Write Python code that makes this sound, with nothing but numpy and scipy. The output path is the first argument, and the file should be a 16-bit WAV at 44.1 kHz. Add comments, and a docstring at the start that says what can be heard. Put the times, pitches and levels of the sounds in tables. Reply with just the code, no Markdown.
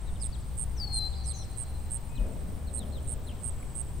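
"""A cricket chirps close on the right of a morning forest clearing, scraping wing over wing in short runs.
Other crickets answer farther off, insects tick in bouts and a katydid's wings buzz thinly.
A bird on the left gives one long falling whistle that hangs in the trees; small birds slur and buzz.
One distant boom rolls back from the woods, over a faint far whine, a low drone and a bed of rumbling air."""
import sys
import numpy as np
from scipy import signal
from scipy.fft import rfft, irfft, next_fast_len
from scipy.io import wavfile
from scipy.ndimage import map_coordinates

SR = 44100
rng = np.random.default_rng(int(sys.argv[2]) if len(sys.argv) > 2 else 0)


def master(y):
    """Save y as 16-bit WAV."""
    cut = np.clip(np.atleast_2d(y).T, -1, 1)
    pcm = np.round(cut * 32767)  # scale
    wavfile.write(sys.argv[1], SR, pcm.astype(np.int16))


N = 176400

STROKE_GAP_S, RASP_RATE_HZ = .00854, 1200  # all crickets: stroke spacing, pace of the roughness


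def near_cricket():
    """Ringing wings close on the right, with friction noise, a few scratches and short reflections."""
    # chirps (start [s], strokes [count], swell to full strength [strokes], level [dB])
    chirps = [(.2152, 7, 1, -26.3), (.5767, 8, 1, -24.1), (.9334, 7, 1, -24.5), (1.2588, 8, 2, -26.5),
              (1.573, 8, 1, -26.6), (1.9078, 8, 1, -25.3), (2.738, 7, 1, -25.4), (3.075, 8, 2, -26.2),
              (3.4325, 8, 1, -25.7), (3.7526, 8, 2, -25.2)]
    # the wings catch as a chirp ends (time [s], level [dB])
    scratches = [(.977, -58), (.985, -43), (2.787, -46)]
    # colour of the wing friction (frequency [Hz], level [dB])
    scrape = [(3000, -32), (6500, -25), (8000, 9), (9700, 9.5), (10700, -11), (11500, 1.5), (13000, -4),
              (15500, -23)]
    # a notch that dulls the ring on the left (frequency [Hz], gain [dB])
    left_notch = [(7000, 2), (7900, 1), (8500, -6), (9000, 0), (10000, 0)]
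    song, scratch = np.zeros(N), np.zeros(N)
    for s, count, swell, db in chirps:
        add_chirp(song, s, int(round(count)), swell, db)
    for s, db in scratches:
        add(scratch, s, amp(db) * arch(clock(.008)))
    envelope = np.abs(signal.hilbert(song))
    friction = amp(-31 + 5.2 * wobble(150)) * envelope + scratch
    left, right = song * amp([[-19], [0]]) + amp(-18.5) * scatter(song, t60=.022)
    left = filtered(left, lambda hz: amp(along(left_notch, hz)))
    return np.array([left, right]) + friction * rush(scrape) * pan(db=-8.5) + amp(-33) * woods(song)


def add_chirp(track, s, count, swell, db):
    """A light touch of the wings, then a run of strokes that swells; softer strokes ring flat."""
    wing_hz, flat_hz_per_db = 8570, 42
    first_db, last_db = -5.5, -2
    touch = wing_stroke(wing_hz - 250, db - 13, stretch=.52)
    add(track, s - .0065, touch)
    for k in range(count):
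        accent_db = first_db * max(0, 1 - k / swell) + last_db * (k == count - 1) + rng.normal(0, .6)
        stretch = np.clip(rng.normal(1, .11), .5, 2)
        start = s + k * STROKE_GAP_S + rng.normal(0, .00017)
        add(track, start, wing_stroke(wing_hz + flat_hz_per_db * accent_db, db + accent_db, stretch))


def wing_stroke(hz, db, stretch):
    """The scraper runs along the file: the wing rings cleanly, then sags and stutters as it slows."""
    # shape of one stroke (time [s], amplitude [share], pitch offset [Hz])
    shape = [(0, 0, 400), (.0005, .55, 170), (.0019, 1, 70), (.0035, .94, -40), (.0049, .6, -220),
             (.0058, .08, -440), (.0066, .26, -480), (.0081, .03, -400)]
    t = clock(shape[-1][0] * stretch)
    envelope, offset_hz = curves(shape, t / stretch)
    looseness = 1 + 3.5 * (t / t[-1]) ** 2
    slip_hz = 45 * looseness * wobble(RASP_RATE_HZ, len(t)) + rng.normal(0, 50)
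    rasp = 1 + .05 * looseness * wobble(RASP_RATE_HZ, len(t))
    return amp(db) * envelope * rasp * tone(hz + offset_hz + slip_hz) / np.sqrt(2)


def far_crickets():
    """Far chirps arch in pitch and level, blurred by the grass; many more blend into a chorus."""
    # answering crickets (pitch [Hz], level [dB], chirp starts [s])
    crickets = [(9440, -58.5, [.24, .615, .975, 1.345, 1.67, 2.016, 2.515, 2.83, 3.24, 3.58, 3.945]),
                (9050, -60.5, [0.001, .34, 0.679, 1.04, 1.39, 1.725, 2.06, 2.43, 2.6, 3, 3.34, 3.835]),
                (8920, -61, [.1, .52, 1.08, 1.48, 1.81, 2.21, 2.32, 2.67, 3.53, 3.9])]
    chorus_gap_s, chorus_db, arch_hz = .05, -63, 260
    song, t = np.zeros(N), clock(.08)
    chirps = [(s, hz, db) for hz, db, starts in crickets for s in starts]
    for s in np.arange(0, N / SR, chorus_gap_s):
        chirps.append((s + rng.normal(0, chorus_gap_s / 2), rng.normal(8600, 260), chorus_db))
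    for s, hz, db in chirps:
        strokes = 1 + .5 * np.cos(2 * np.pi * (t / STROKE_GAP_S + rng.random()))
        pitch = hz - arch_hz * (2 * t / t[-1] - 1) ** 2 + 170 * wobble(RASP_RATE_HZ / 2, len(t))
        add(song, s, amp(db + rng.normal(0, 1)) * arch(t) * strokes * tone(pitch))
    return scatter(song, t60=.016) * pan(db=-2.5)


def ticking_insects():
    """Insects repeat one short sagging note in bouts."""
    # bouts (start [s], end [s], tick spacing [s], pitch [Hz], level [dB], left over right [dB])
    bouts = [(0, .41, 0.057, 7720, -67, 0), (1.023, 1.17, .023, 7500, -65, -3),
             (1.439, 2.36, 0.059, 7690, -65, -1), (2.912, 4, .0535, 7618, -64.5, 0),
             (3.501, 3.905, 0.024, 7920, -59, -5)]
    song, t = np.zeros((2, N)), clock(.0225)
    sag_hz = 415 * (1.35 * t / t[-1] - .5) ** 2
    for start, end, spacing, hz, db, side_db in bouts:
        for s in np.arange(start, end, spacing):
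            pitch = hz - sag_hz + 80 * wobble(680, len(t))
            onset = s + rng.normal(0, .002)
            tick = amp(db + rng.normal(0, 3.5)) * arch(t) ** 2 * tone(pitch)
            add(song, onset, tick * pan(side_db))
    return song + scatter(song.mean(0), t60=.066)


def katydid():
    """A very high, thin buzz: one sharp click for each wing closing and a softer scrape between."""
    # colour of the buzz (frequency [Hz], level [dB])
    spectrum = [(6000, -22), (11000, -20), (14500, 5), (15500, 9), (15900, -15)]
    # its swells and dips (time [s], relative level [dB])
    swells = [(0, -24), (.33, -8), (.55, 1), (.98, -1), (1.03, -20), (1.13, -19), (1.18, -7), (1.43, -10),
              (1.49, 0.5), (4, -0.5)]
    wing_rate_hz, click_s, backstroke = 46.8, .0035, .3
    swell_db, = curves(swells, np.arange(N) / SR)
    closings = np.cumsum(wing_rate_hz + .5 * wobble(3)) / SR
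    since_closing = closings % 1 / wing_rate_hz
    wings = unit(backstroke + np.exp(-since_closing / click_s))
    return amp(-65.5 + swell_db + wobble(40)) * wings * rush(spectrum) * pan(db=-1.5)


def whistling_bird():
    """A whistle dives roughly, levels out to a pure tone, returns from the tree line and flutters away."""
    # contour of the whistle (time [s], pitch [Hz], level [dB])
    contour = [(.755, 6600, -72), (.78, 5580, -50), (0.796, 5190, -53), (0.799, 4960, -41),
               (0.82, 4580, -38), (0.85, 4470, -39), (.864, 4460, -58), (0.878, 4350, -38),
               (0.889, 4310, -52), (0.923, 4235, -40.5), (0.965, 4166, -34.5), (1.004, 4075, -35.5),
               (1.069, 4090, -37.5), (1.088, 4102, -47)]
    tree_line_s, flutter_db = .35, 2
    t = np.arange(N) / SR
    hz, db = curves(contour, t)
    height_hz = np.abs(hz - hz[-1])
    hz = hz + (7 + .057 * height_hz) * wobble(400)  # roughest at the top of the dive
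    envelope = amp(db + .94 * wobble(70.1)) * gate(contour, t, fade_s=.0024)
    song = envelope * (tone(hz) + amp(-26) * tone(2 * hz) + amp(-32) * tone(3 * hz))
    send_db = np.minimum(height_hz / 100, 3)
    blurred = envelope * amp(send_db) * tone(hz + 60 * wobble(600))  # the foliage blurs the echo
    echo = amp(-18) * woods(blurred)
    add(echo, tree_line_s, amp(-20.5) * scatter(blurred, t60=.2))
    return song * pan(db=8) + echo * amp(flutter_db * wobble(35))


def small_birds():
    """Hoarse slurs that round over and fall, thin far notes and buzzy calls, echoing in the trees."""
    # slurs (start [s], length [s], top [Hz], end [Hz], level [dB], left over right [dB])
    slur_calls = [(0.058, 0.048, 3980, 3440, -61.5, 8), (0.147, 0.031, 3750, 2660, -61.5, 3),
                  (0.195, 0.062, 5230, 3080, -54, 10), (0.318, 0.046, 4600, 3050, -56.5, 11),
                  (1.119, 0.029, 4000, 3370, -64, 21), (1.256, 0.077, 5200, 3056, -56, 10),
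                  (1.399, 0.045, 4150, 2924, -59.5, 8), (2.15, 0.046, 4120, 2550, -56.5, 1),
                  (2.666, .035, 4360, 3620, -58, 6), (2.769, 0.081, 4130, 2940, -56.5, 8),
                  (2.915, 0.084, 4200, 2910, -58.5, 10), (3.263, 0.045, 4190, 2430, -55, 3),
                  (3.3, 0.029, 3200, 2310, -57, 1)]
    # pitch path at even steps through a slur (fall [share])
    slur_fall = [0.044, 0, 0.15, 0.43, .73, 1]
    # thin far notes (start [s], length [s], start pitch [Hz], end pitch [Hz], level [dB])
    far_notes = [(2.08, 0.2, 2540, 2500, -65), (3.626, 0.0093, 2507, 1880, -56.5)]
    # buzzy calls (start [s], length [s], start pitch [Hz], end pitch [Hz], level [dB])
    buzz_calls = [(1.235, .028, 6000, 6180, -61), (1.33, 0.078, 6400, 5950, -55),
                  (1.385, 0.07, 6050, 5400, -59)]
    buzz_rate_hz, buzz_swing_hz = 100, 270
    slurs, notes, buzzes = np.zeros((2, N)), np.zeros(N), np.zeros(N)
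    for s, length, top, end, db, side_db in slur_calls:
        t = clock(length)
        step = t / t[-1] * (len(slur_fall) - 1)
        fall = map_coordinates(np.array(slur_fall, float), [step], mode="nearest")
        pitch = top + (end - top) * fall + 85 * wobble(700, len(t))
        envelope = amp(db + 2.2 * wobble(350, len(t))) * arch(t)
        add(slurs, s, envelope * tone(pitch) * pan(side_db))
    for s, length, start, end, db in far_notes:
        t = clock(length)
        pitch = np.linspace(start, end, len(t)) + 25 * wobble(148.9, len(t))
        add(notes, s, amp(db) * arch(t) * tone(pitch))
    for s, length, start, end, db in buzz_calls:
        t = clock(length)
        swing = buzz_swing_hz * (np.sin(2 * np.pi * buzz_rate_hz * t) + .54 * wobble(594, len(t)))
        add(buzzes, s, amp(db) * arch(t) * tone(np.linspace(start, end, len(t)) + swing))
    calls = slurs + amp(-10) * scatter(slurs.mean(0), t60=.24) + notes * pan(db=15)
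    calls += (amp(1) * buzzes + scatter(buzzes, t60=.06)) * pan(db=9)
    return calls + amp(-11.5) * woods(slurs.mean(0) + notes + buzzes)


def boom():
    """A distant low thud with a hollow ring, then its rolling returns from the woods."""
    # hollow ring of the thud (pitch [Hz], level [dB], t60 [s])
    modes = [(200, -38.5, 0.782), (255, -44, 1)]
    # rolling returns (start [s], level [dB], rise [s], t60 [s])
    returns = [(2.18, -41.5, 0.023, 2.93), (2.68, -46, 0.13, 4.66)]
    # colour of the roll (frequency [Hz], level [dB])
    spectrum = [(40, -14), (110, -6.5), (210, 6), (320, -6.5), (600, -3), (900, -19), (1500, -25),
                (9000, -62)]
    start_s, thud_hz = 2.168, 39.9
    thud, t = np.zeros(N), clock(.092)
    add(thud, start_s, amp(-23.5) * np.sin(np.pi * t / t[-1]) * np.sin(2 * np.pi * thud_hz * t))
    t = np.arange(N) / SR
    age = np.maximum(t - start_s, 0)
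    attack = 1 - np.exp(-age / .03)
    ring = attack * sum(amp(db - 60 * age / t60) * tone(hz + 5 * wobble(50)) for hz, db, t60 in modes)
    power = np.zeros(N)
    for s, db, rise, t60 in returns:
        decay = amp(db - 60 * np.maximum(t - s - rise, 0) / t60)
        power += (decay * np.clip((t - s) / rise, 0, 1)) ** 2
    roll = np.sqrt(power) * amp(1.2 * wobble(17)) * rush(spectrum)
    return thud * pan(db=7) + ring + roll * pan(db=-2.5)


def low_drone():
    """A deep wavering hum, left of centre."""
    # contour of the drone (time [s], pitch [Hz], level [dB])
    contour = [(0, 54.4, -34.5), (.42, 57.56, -40), (.9, 58.07, -39.5), (1.1, 68.05, -36),
               (1.33, 69.1, -37.5), (1.52, 61.9, -53), (1.75, 70.7, -37.5), (2.2, 62.02, -51),
               (2.7, 68.9, -40.5), (3.1, 67.96, -39), (3.35, 64.1, -45.5), (3.5, 56.1, -36.5),
               (3.65, 57.66, -46.5), (4, 61.9, -40)]
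    hz, db = curves(contour, np.arange(N) / SR)
    return amp(db + .9 * wobble(14)) * tone(hz + 4 * wobble(25.16)) * pan(db=5.5)


def far_whine():
    """A faint tone glides down and up again, washed in the echo of the woods."""
    # contour of the whine (time [s], pitch [Hz], level [dB])
    contour = [(.7, 876, -70), (0.979, 770.8, -61.5), (1.42, 769.4, -65), (1.621, 750.6, -69),
               (2.05, 950, -65.5)]
    t = np.arange(N) / SR
    hz, db = curves(contour, t)
    whine = amp(db) * gate(contour, t, fade_s=.022) * tone(hz + 12 * wobble(50))
    return amp(2) * whine + amp(-.5) * woods(whine)


def air():
    """The bed: a low rumble and the soft rush of the woods, both gently swelling."""
    # colour of the rumble (frequency [Hz], level [dB])
    rumble_spectrum = [(15, 3.5), (30, -4.5), (52, -0.5), (80, -2.5), (115, -5.5), (160, -13), (600, -49.5)]
    # colour of the rush (frequency [Hz], level [dB])
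    rush_spectrum = [(88, -64), (150, -5), (270, -9), (520, -13), (870, -14.5), (1150, -18.5),
                     (1600, -23.5), (2900, -27.5), (4000, -30.5), (6900, -36), (8200, -21.5), (10000, -50),
                     (15800, -90)]
    rumble = amp(-36.5 + .87 * wobble(6.29)) * rush(rumble_spectrum) * pan(db=2)
    return rumble + amp(-51.5 + .5 * wobble(2.49)) * rush(rush_spectrum) * pan(db=2.5)


def woods(x):
    """The long reverb of the trees, lingering most in the birds' range."""
    # decay of the woods (frequency [Hz], t60 [s])
    decay_times = [(300, 0.92), (4000, 2.5), (6500, 1.1), (15000, 0.36)]
    hz, t, noise = signal.stft(rng.standard_normal((2, 2 * SR)), SR, nperseg=256)
    decay = amp(-60 * t / along(decay_times, hz)[:, None])
    build_up = 1 - np.exp(-t / .017)
    tail = signal.istft(noise * decay * build_up, SR, nperseg=256)[1]
    return spread(reverberate(x, tail))


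def scatter(x, t60):
    """Quick reflections from stones and grass, different on each side."""
    t = clock(.15)
    return reverberate(x, rng.standard_normal((2, len(t))) * amp(-60 * t / t60))


def reverberate(x, tail):
    """A mono sound through a stereo tail scaled to about unit energy."""
    return signal.fftconvolve(x[None], tail / np.linalg.norm(tail[0]), axes=1)[:, :N]


def rush(spectrum):
    """Diffuse stereo noise of rms 1."""
    noise = filtered(rng.standard_normal((2, N)), lambda hz: amp(along(spectrum, hz)))
    return unit(spread(noise))


def spread(pair):
    """Two unrelated signals become a diffuse field, narrow in the bass and wide in the treble."""
    # likeness of left and right (frequency [Hz], correlation [0-1])
    likeness = [(60, 0.69), (200, 0.8), (600, 0.72), (1300, 0.42), (4000, 0.57), (8000, 0.36),
                (15000, 0.042)]
    angle = lambda hz: np.arccos(np.clip(along(likeness, hz), -1, 1)) / 2
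    mid, side = filtered(pair, lambda hz: np.array([np.cos(angle(hz)), np.sin(angle(hz))]))
    return np.array([mid + side, mid - side])


def filtered(x, response):
    """x shaped by a frequency response."""
    size = next_fast_len(N + SR // 2)
    return irfft(rfft(x, size) * response(np.fft.rfftfreq(size, 1 / SR)), size)[..., :N]


def tone(hz):
    """A sine of rms 1 that follows a pitch curve."""
    return np.sqrt(2) * np.sin(2 * np.pi * np.cumsum(hz) / SR)


def wobble(rate, size=N):
    """A smooth random curve, rate knots a second."""
    knots = rng.standard_normal(int(size * rate / SR) + 4)
    return map_coordinates(knots, [np.arange(size) * rate / SR])


def arch(t):
    """A soft swell and fade over the span of t."""
    edges = np.minimum(1, np.minimum(t, t[-1] - t) / t[-1] * 10)
    return np.sqrt(np.abs(np.sin(np.pi * t / t[-1]))) * edges


def gate(rows, t, fade_s):
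    """Fades in from the first row's time and out by the last."""
    return np.clip(np.minimum(t - rows[0][0], rows[-1][0] - t) / fade_s, 0, 1)


def curves(rows, t):
    """Each column after the time, at the times t."""
    times, *columns = np.transpose(rows)
    return [np.interp(t, times, column) for column in columns]


def along(points, hz):
    """(frequency [Hz], value) points joined on a log axis."""
    freqs, values = np.transpose(points)
    return np.interp(np.log(hz + 1), np.log(freqs + 1), values)


def add(track, s, x):
    """Mix x in at s seconds."""
    i = int(np.clip(round(s * SR), 0, N))
    track[..., i:i + x.shape[-1]] += x[..., :N - i]


def pan(db):
    """Stereo gains, left over right by db."""
    return amp(np.array([[db], [-db]]) / 2)


def amp(db):
    return 10 ** (np.asarray(db) / 20)


def unit(x):
    return x / np.sqrt(np.mean(x ** 2) + 1e-20)


def clock(length):
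    return np.arange(int(length * SR)) / SR


def scene():
    """Insects and birds over the far sounds of the forest."""
    insects = near_cricket() + far_crickets() + ticking_insects() + katydid()
    birds = whistling_bird() + small_birds()
    return insects + birds + low_drone() + far_whine() + boom() + air()


def record(dry):
    """A brick-wall cut takes off the very top of the treble."""
    return filtered(dry, lambda hz: hz < 15850)


dry = scene()
out = record(dry)
master(out)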